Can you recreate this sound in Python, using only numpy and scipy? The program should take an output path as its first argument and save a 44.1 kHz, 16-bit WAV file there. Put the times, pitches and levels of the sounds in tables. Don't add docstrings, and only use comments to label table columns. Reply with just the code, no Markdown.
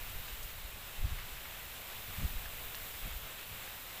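import sys
import numpy as np
from scipy import signal
from scipy.fft import rfft, irfft, next_fast_len
from scipy.io import wavfile
from scipy.ndimage import uniform_filter1d, map_coordinates

SR = 44100
rng = np.random.default_rng(int(sys.argv[2]) if len(sys.argv) > 2 else 0)


def to_wav(sig):
    pcm = np.clip(np.atleast_2d(sig), -1, 1) * 32767
    pcm = np.round(pcm).astype(np.int16)
    wavfile.write(sys.argv[1], SR, pcm.T)


N = 176400

# time_s, level_db
FOLIAGE_RIDE = [(0, -49.5), (.4, -50), (.8, -51), (1.3, -49.5), (1.7, -50), (2.3, -49), (3.0, -49),
                (3.45, -50), (3.6, -49.5), (4, -49.7)]
# frequency_hz, gain_db
FOLIAGE_EQ = [(30, 6), (150, 0), (290, -6), (550, -1), (950, -0.97), (1900, -0.4), (2650, 1.15),
              (3200, -0.5), (3800, -1), (4650, -8), (6400, -10.5), (7650, -6.5), (8200, -8), (8900, -14.5),
              (10000, -9.5), (11500, -10), (15500, -15.5)]
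# time_s, level_db
HISS_RIDE = [(0, -50), (.43, -50.5), (.62, -53), (1.2, -53.5), (2.02, -51), (2.2, -47.5), (2.44, -50.5),
             (2.68, -48), (3.17, -49.5), (3.3, -52.5), (3.5, -51), (4, -51)]
# frequency_hz, gain_db
HISS_EQ = [(3000, -30), (5000, -18.5), (7700, -10), (9000, -4), (10000, -4), (11100, -4.5), (12400, 4.5),
           (13500, 7.3), (15400, 7)]
# time_s, level_db
RUMBLE_RIDE = [(0, -49), (.17, -45), (.27, -54.5), (.4, -52), (.67, -49.5), (.88, -57), (1.03, -41.5),
               (1.16, -44), (1.38, -56), (1.88, -57), (2.1, -46.5), (2.36, -45), (2.7, -51), (2.96, -52),
               (3.14, -44), (3.3, -55), (3.6, -56.5), (4, -64)]
# frequency_hz, gain_db
RUMBLE_EQ = [(6, 0), (18, 5), (30, 3.5), (55, -4), (85, -5.5), (120, -12), (200, -25.5), (320, -34.5),
             (800, -58)]
# centre_s, level_db, pitch_hz
THUMP_CUES = [(.335, -36, 45), (0.449, -39, 34.7), (0.656, -40, 42), (1.027, -30, 28), (1.051, -23, 65),
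              (1.125, -30, 62), (2.186, -36, 71), (2.254, -24, 51), (2.366, -36, 33.5), (3.044, -36, 33.7),
              (3.119, -41, 41.8), (3.163, -37, 42.3)]
# centre_s, level_db, half_width_s
FLUTTER_CUES = [(1.055, -43, 0.014), (1.12, -53, 0.016), (2.209, -42, 0.022), (2.244, -43, 0.016),
                (3.064, -43, .012), (3.52, -50, .022)]
# frequency_hz, gain_db
FLUTTER_EQ = [(25, -26), (70, -3.5), (140, -1.5), (215, -11.5), (300, -25), (600, -72)]
# start_s, level_db, decay_s, centre_hz
RUSTLE_CUES = [(.095, -57, 0.014, 14000), (0.279, -49.5, .012, 2100), (.425, -49.5, 0.017, 6500),
               (1.182, -44.5, .016, 1610), (1.218, -52, .014, 1600), (1.366, -51.5, 0.0059, 1500),
               (1.444, -51, 0.019, 1390), (2.195, -50.5, 0.025, 1000), (2.455, -46, 0.0067, 1400),
               (2.741, -49.5, .015, 2700), (3.672, -49.5, .014, 1700)]
# start_s, level_db, centre_hz
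TICK_CUES = [(2.7527, -36, 8000), (2.7536, -39, 5000)]

TOP_HZ = 15530


def foliage(trim_db=1.68, flicker_db=0.55):
    level_db = trim_db + ride(FOLIAGE_RIDE) + flicker_db * wobble(21.72)
    return noise_bed(FOLIAGE_EQ, patchy_db=0.51) * amp(level_db)


def high_hiss(trim_db=4, flicker_db=.4, grain_db=1.0):
    level_db = trim_db + ride(HISS_RIDE) + flicker_db * wobble(30) + grain_db * wobble(400)
    return noise_bed(HISS_EQ, patchy_db=.5) * amp(level_db)


def breeze(trim_db=1, thump_half_width_cycles=0.36):
    t = seconds()
    rumble = noise_bed(RUMBLE_EQ, patchy_db=1.75) * amp(trim_db + ride(RUMBLE_RIDE))
    thumps, flutter_envelope = np.zeros(N), np.zeros(N)
    for centre_s, level_db, pitch_hz in THUMP_CUES:
        cycles = (t - centre_s) * pitch_hz
        thumps += amp(level_db) * np.sin(2 * np.pi * cycles) * bell(cycles / thump_half_width_cycles)
    for centre_s, level_db, half_width_s in FLUTTER_CUES:
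        flutter_envelope += amp(level_db) * bell((t - centre_s) / half_width_s)
    flutters = flutter_envelope * unit(equalised(rng.standard_normal(N), FLUTTER_EQ))
    return rumble + thumps + flutters


def leaf_rustles(attack_s=0.0032, grain_db=4):
    t, out = seconds(), np.zeros(N)
    for start_s, level_db, decay_s, centre_hz in RUSTLE_CUES:
        age = np.maximum(t - start_s, 0)
        envelope = (1 - np.exp(-age / attack_s)) * np.exp(-age / decay_s)
        texture = unit(leaf_noise(centre_hz) * amp(grain_db * wobble(700)))
        out += amp(level_db) * envelope / envelope.max() * texture
    return out


def stalk_ticks(decay_s=.0006):
    t, out = seconds(), np.zeros(N)
    for start_s, level_db, centre_hz in TICK_CUES:
        envelope = (t >= start_s) * np.exp(-np.abs(t - start_s) / decay_s)
        out += amp(level_db) * envelope * leaf_noise(centre_hz)
    return out


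def noise_bed(eq, patchy_db):
    spectrogram = signal.stft(rng.standard_normal(N), nperseg=512)[2]
    patches = rng.standard_normal(spectrogram.shape)
    for axis in (0, 1):
        patches = uniform_filter1d(patches, size=12, axis=axis)
    noise = signal.istft(spectrogram * amp(patchy_db * unit(patches)), nperseg=512)[1][:N]
    return unit(equalised(noise, eq))


def leaf_noise(centre_hz, half_width_octaves=0.91):
    band = lambda hz: bell(np.log2((hz + 1) / centre_hz) / half_width_octaves) * (hz < TOP_HZ)
    return unit(filtered(rng.standard_normal(N), band))


def equalised(x, eq):
    frequency_hz, gain_db = np.transpose(eq)
    return filtered(x, lambda hz: amp(np.interp(np.log(hz + 1), np.log(frequency_hz + 1), gain_db)))


def filtered(x, response):
    size = next_fast_len(N + 8192)
    gain = response(np.fft.rfftfreq(size, 1 / SR))
    return irfft(rfft(x, size) * gain, size)[..., :N]


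def ride(points):
    return np.interp(seconds(), *np.transpose(points))


def wobble(rate_hz):
    knots = rng.standard_normal(int(N * rate_hz / SR) + 4)
    return map_coordinates(knots, [seconds() * rate_hz])


def bell(x):
    return np.exp(-.5 * x ** 2)


def amp(db):
    return 10 ** (np.asarray(db) / 20)


def unit(x):
    return x / np.sqrt(np.mean(x ** 2) + 1e-20)


def seconds():
    return np.arange(N) / SR


def scene():
    garden = foliage() + high_hiss() + breeze() + leaf_rustles() + stalk_ticks()
    return np.array([garden, garden])


def record(dry):
    return filtered(dry, lambda hz: np.clip((TOP_HZ - hz) / 100 + .5, 0, 1))


dry = scene()
out = record(dry)
to_wav(out)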